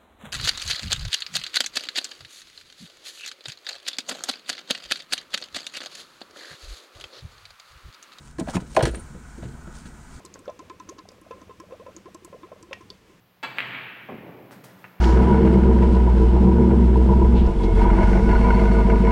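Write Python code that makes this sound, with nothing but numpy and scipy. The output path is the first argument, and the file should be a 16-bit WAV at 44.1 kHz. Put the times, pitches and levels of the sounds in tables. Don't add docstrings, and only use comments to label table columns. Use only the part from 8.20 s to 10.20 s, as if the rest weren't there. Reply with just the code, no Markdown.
import sys
import numpy as np
from scipy import signal
from scipy.fft import rfft, irfft
from scipy.io import wavfile
from scipy.ndimage import uniform_filter1d

SR = 44100
rng = np.random.default_rng(int(sys.argv[2]) if len(sys.argv) > 2 else 0)


def log_audio(samples):
    frames = np.atleast_2d(samples).T
    limited = np.clip(frames, -1, 1)
    pcm = np.round(limited * 32767).astype(np.int16)
    wavfile.write(sys.argv[1], SR, pcm)


N = 88200

# t/s, thump level/dB, thump centre f/Hz, panel level/dB, panel centre f/Hz, clack/dB, tick/dB
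CONTACTS = [ (0.183, -33, 232, -27, 700, -44, -43.5), (0.184, -29, 237, -18.5, 300, -69, -55),
            (0.203, -60, 240, -29.5, 650, -41, -50), (0.212, -21, 222, -24, 285, -46, -56),
            (0.271, -52, 180, -29.5, 690, -43.5, -55), (0.283, -22, 278, -25.5, 726, -35, -46),
            (0.348, -24, 140, -20, 305, -46, -47), (0.354, -16.5, 146, -37, 710, -30, -50),
            (0.365, -22, 202, -21.5, 830, -37, -40), (0.377, -30, 192, -45, 300, -61, -71),
            (0.401, -55, 196, -44.5, 900, -43.5, -53), (0.42, -26, 232, -32, 330, -48.5, -60),
            (0.547, -43, 190, -30, 575, -42, -39.5), (0.5642, -37, 190, -6, 717, -23, -27),
            (0.5722, -34, 193, -11, 494, -34, -44), (0.591, -27, 188, -19.5, 620, -27.5, -45),
            (0.6052, -49, 190, -15.5, 845, -25.5, -47), (0.6257, -19, 117, -15.5, 445, -27, -24),
            (0.633, -16.5, 126, -26, 730, -24.5, -28), (0.6531, -19, 132, -25, 880, -23, -26),
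            (0.666, -23, 243, -20, 387, -30.5, -37), (0.678, -30, 134, -36, 603, -33, -48),
            (0.689, -30.5, 242, -28.5, 385, -37, -60), (0.732, -40, 146, -28.5, 417, -66, -68),
            (0.746, -54, 150, -41, 920, -35.5, -39.5), (0.77, -28.5, 200, -37.5, 450, -44, -66),
            (0.946, -36, 228, -35, 306, -54, -68), (1.179, -34, 245, -37.5, 325, -53, -53),
            (1.225, -30, 150, -36.5, 610, -45, -66), (1.237, -26, 149, -40, 320, -45.5, -50),
            (1.254, -22, 137, -37, 326, -47, -66), (1.285, -37, 132, -37, 303, -53, -51),
            (1.322, -39, 98, -44, 300, -58, -59), (1.471, -38.5, 167, -36, 290, -51, -70),
            (1.655, -35.5, 214, -42.5, 290, -44, -51)]
# f/Hz, level/dB, T60/s
CAVITY_MODES = [(90.5, -5, 0.051), (118, -8, 0.069), (128.5, -0.5, 0.1), (188.7, 3, 0.082),
                (246.3, 1.5, 0.058)]
# f/Hz, level/dB, T60/s
PANEL_MODE_HZ = [338, 420, 454, 495, 533, 645, 688, 762, 878, 954, 1024, 1445, 1668]
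PANEL_MODE_DB = [-3.5, -13.5, -3.5, -4.5, -9, -3.5, -1.5, -12.5, -9, -4.5, -5.5, -11, 6.5]
PANEL_MODE_T60_S = [0.123, 0.16, 0.077, .11, 0.1, 0.078, 0.033, 0.057, 0.051, 0.071, 0.063, 0.21, 0.034]
# f/Hz, level/dB
CLATTER_SPECTRUM = [(150, -36), (300, 18.5), (420, -4), (560, -6), (720, 5), (1000, -3), (1300, -23),
                    (3000, -36)]
CLACK_SPECTRUM = [(700, -54), (1200, 0), (1720, 0), (2000, -1), (2600, -3.5), (3300, -4.5), (4200, -10),
                  (5100, -19), (12000, -45)]
TICK_SPECTRUM = [(2500, -53), (4200, 10), (5000, -2.5), (5700, 1.5), (7800, -2.5), (9200, 0.5),
                 (10400, -9.5), (12000, -21), (16000, -21)]
# t/s, level/dB
LATCH_SNAPS = [(0.366, -21.5), (0.5645, -17), (0.591, -28), (0.6535, -20.5)]
# f/Hz, level/dB, T60/s
LATCH_RINGS = [(1460, -8.5, 0.035), (1673, -5, 0.02), (1710, -13.5, 0.033), (2110, -14, 0.04),
               (2494, -11.5, 0.042), (2700, -17, .04), (3064, -8.5, 0.014)]
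# t/s, level/dB
LID_DROPS = [(0.25, -26.5), (0.632, -14.5), (0.699, -33), (0.81, -28)]
# f/Hz, level/dB, T60/s
LID_MODES = [(57.4, -0.5, 0.26), (76, -7, 0.19)]
# t/s, level/dB
METAL_HITS = [(0.549, -40), (0.5555, -57), (0.625, -28), (0.6535, -31), (0.7125, -43.5), (0.741, -45),
              (0.754, -32), (0.7825, -52), (0.796, -39), (0.806, -41.5)]
# f/Hz, level/dB
METAL_SPECTRUM = [(4000, -41), (6500, -17), (8000, -21), (8600, 5), (9000, 7), (9400, 0), (9900, -2),
                  (10500, -43), (14000, -70)]
# peak t/s, Gaussian half-width/s, level/dB
RUB_STROKES = [(0.07, 0.035, -57), (0.2, 0.0052, -43), (0.303, .011, -45), (0.338, 0.005, -47),
               (0.355, .009, -38), (0.41, 0.0044, -50), (0.545, 0.057, -52.5), (0.68, 0.012, -43.5),
               (1.575, 0.035, -52.5), (1.675, 0.016, -54), (1.95, 0.037, -56.5)]
CREAK_STROKES = [(0.344, 0.0065, -31.5), (1.47, 0.1, -52)]
# f/Hz, level/dB
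RUB_SPECTRUM = [(400, -19), (1000, 6.5), (2000, 0.5), (4500, 0.5), (7000, 2), (9300, 1), (11000, -19.5),
                (16000, -22)]
CREAK_SPECTRUM = [(500, -4.5), (1000, -7), (1480, 2.5), (1700, -30), (2200, -28), (8000, -49)]
# t/s, rumble level/dB, hiss level/dB
BACKGROUND_LEVELS = [(0, -43, -55), (0.16, -46, -57), (0.3, -39.5, -46.5), (0.52, -39, -58.5),
                     (0.8, -40.5, -49.5), (1.0, -40.5, -52.5), (1.1, -42.5, -50.5), (1.35, -38.5, -52),
                     (1.48, -42.5, -53), (1.7, -40, -52), (1.85, -43, -51), (2, -40, -51)]
# f/Hz, level/dB
RUMBLE_SPECTRUM = [(20, 2.5), (33, -14), (52, 2), (72, -1.5), (105, -17), (145, -2.5), (180, -17),
                   (222, -6.5), (280, -18), (450, -24), (900, -38), (3000, -57)]
HISS_SPECTRUM = [(200, 9.5), (560, -14.5), (670, 5), (780, 4.5), (950, 7.5), (1130, 3), (1330, 7.5),
                 (1460, 10.5), (1700, 2), (2100, -0.5), (3000, -7.5), (5200, -9), (7000, -3), (9200, -6.5),
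                 (10800, -22), (16000, -23)]
# delay t/s, level/dB
REFLECTIONS = [(.0013, -23.5), (.0031, -13.5), (.0047, -15), (.0082, -14)]

CLATTER_DB, CLATTER_T60_S, CLACK_T60_S, TICK_T60_S = -10, 0.092, 0.048, 0.037
PANEL_TRAVEL_S, LATCH_TRAVEL_S = 0.003004, 0.001484
STRIKE_SPREAD_DB, RISE_CYCLES, FOCUS_DB_PER_OCTAVE = 4.5, 0.37, 17.5
BUILD_S, CRACK_DB, CRACK_T60_S = 0.0013, -7, 0.0039
CABIN_DB, CABIN_T60_S = -28, 0.47
GRAIN_DB = 3.5


def plastic_impacts():
    onsets, thump_db, thump_hz, panel_db, panel_hz, clack_db, tick_db = np.transpose(CONTACTS)
    thumps = cut(struck_modes(zip(onsets, thump_db), CAVITY_MODES, thump_hz), hz=390)
    panel_modes = list(zip(PANEL_MODE_HZ, PANEL_MODE_DB, PANEL_MODE_T60_S))
    rings = struck_modes(zip(onsets, panel_db), panel_modes, panel_hz, PANEL_TRAVEL_S)
    clatter_hits = zip(onsets + PANEL_TRAVEL_S, panel_db + CLATTER_DB)
    clatter = dense_modes(clatter_hits, CLATTER_SPECTRUM, CLATTER_T60_S, panel_hz)
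    panel = cut(cut(rings + clatter, hz=245, kind="high"), hz=2600)
    clacks = dense_modes(zip(onsets, clack_db), CLACK_SPECTRUM, CLACK_T60_S)
    ticks = dense_modes(zip(onsets, tick_db), TICK_SPECTRUM, TICK_T60_S)
    return thumps + panel + early_reflections(clacks + ticks)


def latch():
    return cut(struck_modes(LATCH_SNAPS, LATCH_RINGS, travel_s=LATCH_TRAVEL_S), hz=790, kind="high")


def lid_sway():
    return cut(struck_modes(LID_DROPS, LID_MODES), hz=250)


def metal_jingle():
    return early_reflections(dense_modes(METAL_HITS, METAL_SPECTRUM, t60=0.038))


def hand_friction():
    rubs = stick_slip(RUB_STROKES, RUB_SPECTRUM)
    creaks = stick_slip(CREAK_STROKES, CREAK_SPECTRUM)
    return early_reflections(rubs + creaks)


def cabin_background():
    times, rumble_db, hiss_db = np.transpose(BACKGROUND_LEVELS)
    t = np.arange(N) / SR
    rumble = from_db(np.interp(t, times, rumble_db)) * noise(RUMBLE_SPECTRUM, N)
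    hiss = from_db(np.interp(t, times, hiss_db)) * noise(HISS_SPECTRUM, N)
    return rumble + early_reflections(hiss)


def struck_modes(hits, modes, centres_hz=None, travel_s=0):
    out, t = np.zeros(N), np.arange(SR // 2) / SR
    hz, level_db, t60 = np.transpose(modes)[:, :, None]
    age = np.maximum(t - travel_s * np.sqrt(1000 / hz), 0)
    rise = 1 - np.exp(-age * hz / RISE_CYCLES)
    rings = rise * from_db(level_db - 60 * age / t60) * np.sin(2 * np.pi * hz * age)
    for k, (onset, db) in enumerate(hits):
        colour_db = 0 if centres_hz is None else focus_db(hz[:, 0], centres_hz[k])
        strengths = from_db(db + colour_db + STRIKE_SPREAD_DB * rng.standard_normal(len(modes)))
        add(out, onset, strengths @ rings)
    return out


def dense_modes(hits, spectrum, t60, centres_hz=None):
    out, t = np.zeros(N), np.arange(2 ** 14) / SR
    rise = 1 - np.exp(-t / BUILD_S)
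    decay = from_db(-60 * t / t60)
    cabin_tail = from_db(CABIN_DB - 60 * t / CABIN_T60_S)
    crack = from_db(CRACK_DB - 60 * t / CRACK_T60_S)
    envelope = rise * np.hypot(decay, cabin_tail) + crack
    for k, (onset, db) in enumerate(hits):
        colour = spectrum
        if centres_hz is not None:
            colour = [(hz, level + focus_db(hz, centres_hz[k])) for hz, level in spectrum]
        add(out, onset, from_db(db) * envelope * noise(colour, len(t)))
    return out


def focus_db(hz, centre_hz):
    octaves = np.log2(hz / centre_hz)
    return -FOCUS_DB_PER_OCTAVE * octaves ** 2 / np.hypot(octaves, .5)


def stick_slip(strokes, spectrum):
    t = np.arange(N) / SR
    swell = sum(from_db(db) * np.exp(-.5 * ((t - peak) / width) ** 2) for peak, width, db in strokes)
    grain = uniform_filter1d(rng.standard_normal(N), size=60)
    return swell * from_db(GRAIN_DB * grain / grain.std()) * noise(spectrum, N)


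def early_reflections(x):
    out = x.copy()
    for delay, db in REFLECTIONS:
        add(out, delay, from_db(db) * x)
    echo_power = np.sum(from_db(np.array(REFLECTIONS)[:, 1]) ** 2)
    return out / np.sqrt(1 + echo_power)


def noise(spectrum, size):
    hz = np.maximum(np.arange(size // 2 + 1) * SR / size, 1)
    points_hz, points_db = np.transpose(spectrum)
    gain = from_db(np.interp(np.log(hz), np.log(points_hz), points_db))
    x = irfft(rfft(rng.standard_normal(size)) * gain, size)
    return x / x.std()


def cut(x, hz, kind="low"):
    return signal.sosfilt(signal.butter(2, hz, kind, fs=SR, output="sos"), x)


def add(out, onset_s, sound):
    i = int(onset_s * SR)
    out[i:i + len(sound)] += sound[:len(out) - i]


def from_db(db):
    return 10 ** (np.asarray(db) / 20)


def scene():
    glovebox = plastic_impacts() + latch() + lid_sway() + metal_jingle()
    return (glovebox + hand_friction() + cabin_background())[None]


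def record(dry):
    peak_limit, cutoff_hz = .8, 15600
    x = cut(dry, hz=20, kind="high")
    x = x / (1 + (x / peak_limit) ** 4) ** .25
    return signal.sosfilt(signal.ellip(10, .1, 80, cutoff_hz, fs=SR, output="sos"), x)


dry = scene()
out = record(dry)
log_audio(out)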